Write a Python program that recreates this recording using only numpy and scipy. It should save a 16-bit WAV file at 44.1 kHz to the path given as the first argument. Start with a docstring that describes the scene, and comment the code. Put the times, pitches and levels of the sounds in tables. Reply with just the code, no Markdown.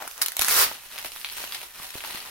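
"""Bubble wrap snaps as hands grip it, drags free in one dense, bright crackle, then rustles as it is lifted.
Fingers tap and rub the air cells and the loose sheet flaps now and then, close up in a small room.
Snaps, creases, taps and crackles are buckling facets: noise bursts with a spike, scattered and coloured.
Flaps are damped sines; all the handling has a decaying noise tail as its room, over quiet noise."""
import sys
import numpy as np
from scipy import signal
from scipy.fft import rfft, irfft, next_fast_len
from scipy.io import wavfile
from scipy.ndimage import map_coordinates

SR = 44100
rng = np.random.default_rng(int(sys.argv[2]) if len(sys.argv) > 2 else 0)


def digitize_waveform(pressure):
    """Quantize a signal to 16-bit integers and store it at the path in sys.argv[1].

    Rows of a 2-D input are taken as channels; values are limited to [-1, 1].
    """
    field = np.atleast_2d(pressure).T
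    bounded = np.clip(field, -1, 1)
    quanta = np.round(bounded * 32767).astype(np.int16)
    wavfile.write(sys.argv[1], SR, quanta)


N = 101429

ONSET_S = .002  # a flip's swell runs this long before its sharpest crack
HALVES = np.array([[.5], [-.5]])  # splits a left-right difference between the ports

# spectrum of taut film: (frequency [Hz], level [dB])
TAUT_FILM_COLOUR = [(100, -22.5), (300, -16.5), (900, -3), (1700, 0), (3200, -1), (4500, -2), (6000, 1),
                    (7400, -3.5), (10500, 2), (13000, -1.5), (16000, -3.5)]
# spectrum of an air cell pitched at 840 Hz: (frequency [Hz], level [dB])
AIR_CELL_COLOUR = [(80, -23.5), (520, -6.5), (840, 2), (1100, -1), (1700, -5.5), (2600, -10), (9000, -35)]


def amp(db):
    """Decibels to gain."""
    return 10 ** (np.asarray(db) / 20)


def unit(x):
    """Scaled to rms 1."""
    return x / np.sqrt(np.mean(x ** 2) + 1e-20)


def along(points, hz):
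    """(Hz, value) points interpolated on a log frequency axis."""
    f, v = np.transpose(points)
    return np.interp(np.log(hz + 1), np.log(f + 1), v)


def curve(rows):
    """One value per sample from (s, value) rows."""
    return np.interp(np.arange(N) / SR, *np.transpose(rows))


def filtered(x, response):
    """x times a response of frequency, zero phase."""
    size = next_fast_len(N + SR // 2)
    hz = np.fft.rfftfreq(size, 1 / SR)
    return irfft(rfft(x, size) * response(hz), size)[..., :N]


def coloured(x, points, size=4096):
    """x through a minimum-phase filter of unit energy, made by folding the cepstrum."""
    hz = np.fft.rfftfreq(size, 1 / SR)
    cepstrum = irfft(np.log(amp(along(points, hz))))
    cepstrum[1:size // 2] *= 2
    cepstrum[size // 2 + 1:] = 0
    impulse = irfft(np.exp(rfft(cepstrum)))
    return signal.fftconvolve(x, impulse[None] / np.linalg.norm(impulse), axes=1)[:, :N]


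def struck(sound, colour):
    """A single flip given its colour; energy 1 per port on average."""
    x = coloured(sound, colour)
    return unit(x) / np.sqrt(x.shape[1])


def add(track, s, sound):
    """Mix a sound in at time s."""
    i = max(0, round(s * SR))
    part = track[:, i:i + sound.shape[1]]
    part += sound[:, :part.shape[1]]


def buckle(decay_s, spike, scatter, lead_ms, uneven_db, size=1024):
    """One facet of film flips: swell, spike and brief ring with random resonances, scattered by folds."""
    swell_s, lead_jitter_ms = .00048, .053
    t = np.arange(size) / SR - ONSET_S
    hz = np.fft.rfftfreq(size, 1 / SR)
    shape = np.exp(np.minimum(t / swell_s, -t / decay_s))
    ring = unit(rng.standard_normal(size) * shape)
    crack = rng.choice([-1, 1]) * unit(1. * (shape == shape.max()))
    direct = unit(ring + spike * crack)

    # independent per port, twice as long, stronger with frequency
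    fold_shape = np.exp(np.minimum(t / swell_s, -t / (2 * decay_s)))
    folds = unit(rng.standard_normal((2, size)) * fold_shape)
    spread = scatter * hz / (hz + 700)

    bumps = map_coordinates(rng.standard_normal(size // 16), [np.sqrt(hz / 45)])
    resonances = amp(uneven_db * bumps)
    lead_s = (lead_ms + rng.normal(0, lead_jitter_ms)) / 1000  # positive: left first
    delay = np.exp(2j * np.pi * hz * HALVES * lead_s)
    spectrum = (rfft(direct) + spread * rfft(folds)) * resonances * delay
    return unit(irfft(spectrum)) / np.sqrt(size)


def crackle(rate, spread_db, decay_s, scatter, uneven_db, count=20):
    """Facets of count kinds flip at random moments, rate a second in all; rms 1."""
    out = np.zeros((2, N))
    for _ in range(count):
        sizes = amp(spread_db * np.clip(rng.standard_normal(N), -2, 2))
        signs = np.sign(rng.standard_normal(N))
        flips = sizes * signs * (rng.random(N) < rate / count / SR)
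        facet = buckle(decay_s, spike=.82, scatter=scatter, lead_ms=.016, uneven_db=uneven_db)
        out += signal.oaconvolve(flips[None], facet, axes=1)[:, :N]
    return unit(out)


def room(x, wet_db):
    """Adds the answer of table and panelled walls: a noise tail with its own decay in each band."""
    # decay by 60 dB: (frequency [Hz], time [s])
    t60_s = [(500, 0.2), (4000, 0.19), (16000, 0.088)]
    # left-right correlation of the tail: (frequency [Hz], correlation [-1..1])
    likeness = [(300, 0.67), (700, 0.42), (1500, -0.25), (4000, -0.013)]
    hz, t, z = signal.stft(rng.standard_normal((2, SR // 2)), SR, nperseg=256)
    decay = amp(-60 * t / along(t60_s, hz)[:, None])
    onset = 1 - np.exp(-t / .00043)
    # mid-side balance sets the correlation
    turn = np.arccos(np.clip(along(likeness, hz), -1, 1))[:, None] / 2
    z = z * decay * onset * [np.cos(turn), np.sin(turn)]
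    mid, side = signal.istft(z, SR, nperseg=256)[1]
    tail = np.array([mid + side, mid - side])
    return x + amp(wet_db) * signal.fftconvolve(x, tail / np.linalg.norm(tail[0]), axes=1)[:, :N]


def floor():
    """Quiet rumble and hiss of the room: coloured noise, partly shared by the ports."""
    # (frequency [Hz], level [dB])
    floor_colour = [(30, -7.5), (100, -16.5), (300, -27), (2000, -20), (16000, -23.5)]
    noise = rng.standard_normal(N) + rng.standard_normal((2, N))
    return amp(-54) * unit(coloured(noise, floor_colour))


def rustle(count=2):
    """Soft crinkling from several patches of the loose sheet, now brighter, now duller."""
    # slack sheet being moved: (time [s], level [dB])
    motion = [(0, -47), (.14, -88), (.3, -61), (.66, -33), (.73, -41.5), (.8, -50.5), (.88, -50.5),
              (.94, -39.5), (1.02, -44), (1.06, -38), (1.095, -54), (1.17, -48), (1.27, -52.5), (1.33, -45),
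              (1.38, -38), (1.49, -41.5), (1.55, -40.5), (1.63, -41.5), (1.72, -55), (1.755, -44),
              (1.83, -40), (1.925, -48.5), (1.965, -39.5), (1.99, -45.5), (2.08, -38.5), (2.17, -38),
              (2.23, -43.5), (2.3, -38.5)]
    # treble gain: (time [s], gain [dB])
    treble_gain = [(.8, 2), (1.0, 1.5), (1.13, 11.5), (1.38, 4.5), (1.77, 0.5), (1.9, 5), (2.3, -2)]
    # (frequency [Hz], level [dB])
    rustle_colour = [(60, -10.5), (220, -9.5), (450, -3), (850, 0.5), (1800, 3), (4200, 1.5), (5500, -3),
                     (7400, -6.5), (9500, -2.5), (12000, -3), (16000, -8)]
    treble_hz = 6000
    out = np.zeros((2, N))
    for _ in range(count):
        grains = crackle(rate=620, spread_db=5.5, decay_s=.0006, scatter=.5, uneven_db=3)
        grains *= amp(curve(motion))
        treble = filtered(grains, lambda hz: hz ** 2 / (hz ** 2 + treble_hz ** 2))
        shaded = grains + (amp(curve(treble_gain)) - 1) * treble
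        out += room(coloured(shaded, rustle_colour), wet_db=-2.5)
    return out / np.sqrt(count)


def rubs():
    """Stick and slip of a finger drums softly on the air cells."""
    # strokes: (middle [s], length between 1/e points [s], level [dB])
    rub_strokes = [(0.015, 0.11, -39), (0.197, 0.053, -44)]
    t = np.arange(N) / SR
    strokes = sum(amp(db) * np.exp(-(2 * (t - s) / length) ** 4) for s, length, db in rub_strokes)
    grains = crackle(rate=700, spread_db=2, decay_s=.0034, scatter=1, uneven_db=2)
    return room(coloured(grains * strokes, AIR_CELL_COLOUR), wet_db=-8)


def taps():
    """Hollow pats of fingers on the air cells: the cell spectrum shifts to each pitch."""
    # (time [s], relative level [dB], pitch [Hz])
    tap_events = [(.0225, -33, 940), (0.0758, -31, 960), (.394, -27, 830), (.7145, -28.5, 704),
                  (1.048, -29, 700), (1.162, -34, 1400), (1.44, -29.5, 990), (1.799, -36, 845),
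                  (1.954, -33.5, 427), (2.039, -31, 880), (2.048, -30, 820), (2.148, -37.5, 990)]
    gain_db, cell_hz = 19, 840
    out = np.zeros((2, N))
    for s, db, hz in tap_events:
        pat = buckle(decay_s=.003, spike=1.3, scatter=.6, lead_ms=.06, uneven_db=1.2)
        colour = [(f * hz / cell_hz, level) for f, level in AIR_CELL_COLOUR]
        add(out, s - ONSET_S, amp(gain_db + db) * struck(pat, colour))
    return room(out, wet_db=-9.5)


def snaps():
    """Taut film cracks as the grip tightens: single bright flips."""
    # (time [s], relative level [dB], left-right difference [dB])
    snap_events = [(.025, -29.5, 9), (0.078, -23, -0.5), (0.1128, -30, -4), (.179, -28, 2),
                   (0.2164, -17.5, 17), (0.2191, -8.5, -3), (0.2244, -9.5, 0), (0.2319, -17.5, -2),
                   (0.2617, -11.5, 4), (0.284, -15.5, -3.5), (0.3204, -22, 0.5), (0.368, -13.5, 0.5),
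                   (0.3936, -9.5, 3.5), (0.4139, -10.5, -4), (0.4203, -9, 9.5), (0.447, -11.5, -1),
                   (0.482, -22, -9), (0.4843, -9, -0.5), (0.4928, -16.5, 12), (0.5248, -17, 14),
                   (0.566, -14, 6), (1.9056, -26, 5)]
    gain_db = 14.5
    out = np.zeros((2, N))
    for s, db, pan_db in snap_events:
        crack = buckle(decay_s=.0009, spike=.5, scatter=.7, lead_ms=.13, uneven_db=1.8)
        port_gain = amp(gain_db + db + HALVES * pan_db)
        add(out, s - ONSET_S, port_gain * struck(crack, TAUT_FILM_COLOUR))
    return room(out, wet_db=-6)


def grip():
    """Film crinkles between tightening fingers: fine bright crackle between the snaps."""
    # (time [s], level [dB])
    grip_level = [(.06, -54), (.078, -46), (.1, -78), (.207, -57), (.222, -25), (.25, -52), (.36, -71),
                  (.385, -35.5), (.42, -24.5), (.472, -30.5), (.5, -22), (.6, -49)]
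    grains = crackle(rate=1600, spread_db=5, decay_s=.00096, scatter=.48, uneven_db=1.5)
    return room(coloured(grains * amp(curve(grip_level)), TAUT_FILM_COLOUR), wet_db=-10.5)


def flaps():
    """The sheet pushes the air: one heavily damped low swing each."""
    # (time [s], level [dB], pitch [Hz])
    flap_events = [(0.397, -30.5, 62.5), (0.504, -35, 80), (0.6, -36, 100), (1.058, -35.5, 234),
                   (1.799, -34.5, 192), (1.953, -33, 92), (1.955, -25, 350), (2.147, -27, 230)]
    attack_s, decay_cycles = .0007, .34
    skew_rad_hz = 35  # over pitch: phase of each port; slow swings arrive more out of step
    out = np.zeros((2, N))
    t = np.arange(SR // 8) / SR
    for s, db, hz in flap_events:
        phase = np.array([[1], [-1]]) * skew_rad_hz / hz
        swing = np.sin(2 * np.pi * hz * t + phase)
        envelope = np.exp(-t * hz / decay_cycles) * (1 - np.exp(-t / attack_s))
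        add(out, s, amp(db) * swing * envelope)
    return room(out, wet_db=-19)


def pull():
    """Film sticks and slips off the object over a fine crackle of folds; faster slips are smaller."""
    # taut film dragged off: (time [s], level [dB])
    drag = [(.45, -49), (.497, -28), (.595, -18.5), (.638, -21), (.652, -34), (.7, -46), (.83, -82)]
    # (time [s], slips per second [1/s])
    slip_rate = [(.51, 187), (.61, 520)]
    # (frequency [Hz], level [dB])
    pull_colour = [(60, -12.5), (200, -15), (450, -2), (800, -1.5), (1300, 6), (2000, 1.5), (2600, 0.5),
                   (5600, 3), (7200, -1.5), (11200, 2), (16000, 1.5)]
    rate = curve(slip_rate)
    slips = np.zeros((2, N))
    for i in np.flatnonzero(np.diff(np.floor(np.cumsum(rate) / SR))):
        crack = buckle(decay_s=.0007, spike=.35, scatter=.8, lead_ms=.02, uneven_db=2.5)
        jitter_s = rng.normal(0, .2) / rate[i]
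        add(slips, i / SR + jitter_s, amp(rng.normal(0, 1.5)) * crack / rate[i])
    folds = .85 * crackle(rate=3500, spread_db=3, decay_s=.0007, scatter=.8, uneven_db=3)
    level = amp(curve(drag))
    return sum(room(coloured(part * level, pull_colour), wet_db=-2.5) for part in (unit(slips), folds))


def ticks():
    """Slack creases fold over one by one: single duller flips."""
    # (time [s], relative level [dB])
    tick_events = [(0.98, -21.5), (0.9871, -20.5), (1.047, -21.5), (1.1197, -26), (1.1716, -28.5),
                   (1.2145, -26.5), (1.2468, -14), (1.2612, -24.5), (1.2694, -28), (1.2887, -25),
                   (1.2993, -23), (1.523, -18.5), (1.5466, -19.5), (1.549, -20), (1.846, -38),
                   (1.9415, -27.5), (2.006, -23.5), (2.0485, -27), (2.111, -31), (2.158, -22),
                   (2.204, -24.5)]
    # (frequency [Hz], level [dB])
    tick_colour = [(150, -35), (1200, -4), (2800, 4), (4400, 2), (7000, -10.5), (11000, -6.5), (16000, -15)]
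    gain_db = 11
    out = np.zeros((2, N))
    for s, db in tick_events:
        crease = buckle(decay_s=.0007, spike=1.2, scatter=.45, lead_ms=.01, uneven_db=1.2)
        add(out, s - ONSET_S, amp(gain_db + db) * struck(crease, tick_colour))
    return room(out, wet_db=-3.5)


def scene():
    """All the handling sounds over the quiet room."""
    handling = rustle() + rubs() + taps() + snaps() + grip() + flaps() + pull() + ticks()
    return floor() + handling


def record(dry):
    """The left port is fuller, the right one brighter; nothing is kept above the band limit."""
    # (frequency [Hz], left-right difference [dB])
    port_balance = [(250, 2.5), (550, 1.5), (1200, 1.5), (4000, 1), (6000, 1), (9000, 1), (11000, -5.5),
                    (15500, -7.5)]
    top_hz, slope_hz = 15900, 400

    def response(hz):
        band = np.clip((top_hz - hz) / slope_hz + .5, 0, 1)
        return amp(HALVES * along(port_balance, hz)) * band

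    return filtered(dry, response)


dry = scene()
out = record(dry)
digitize_waveform(out)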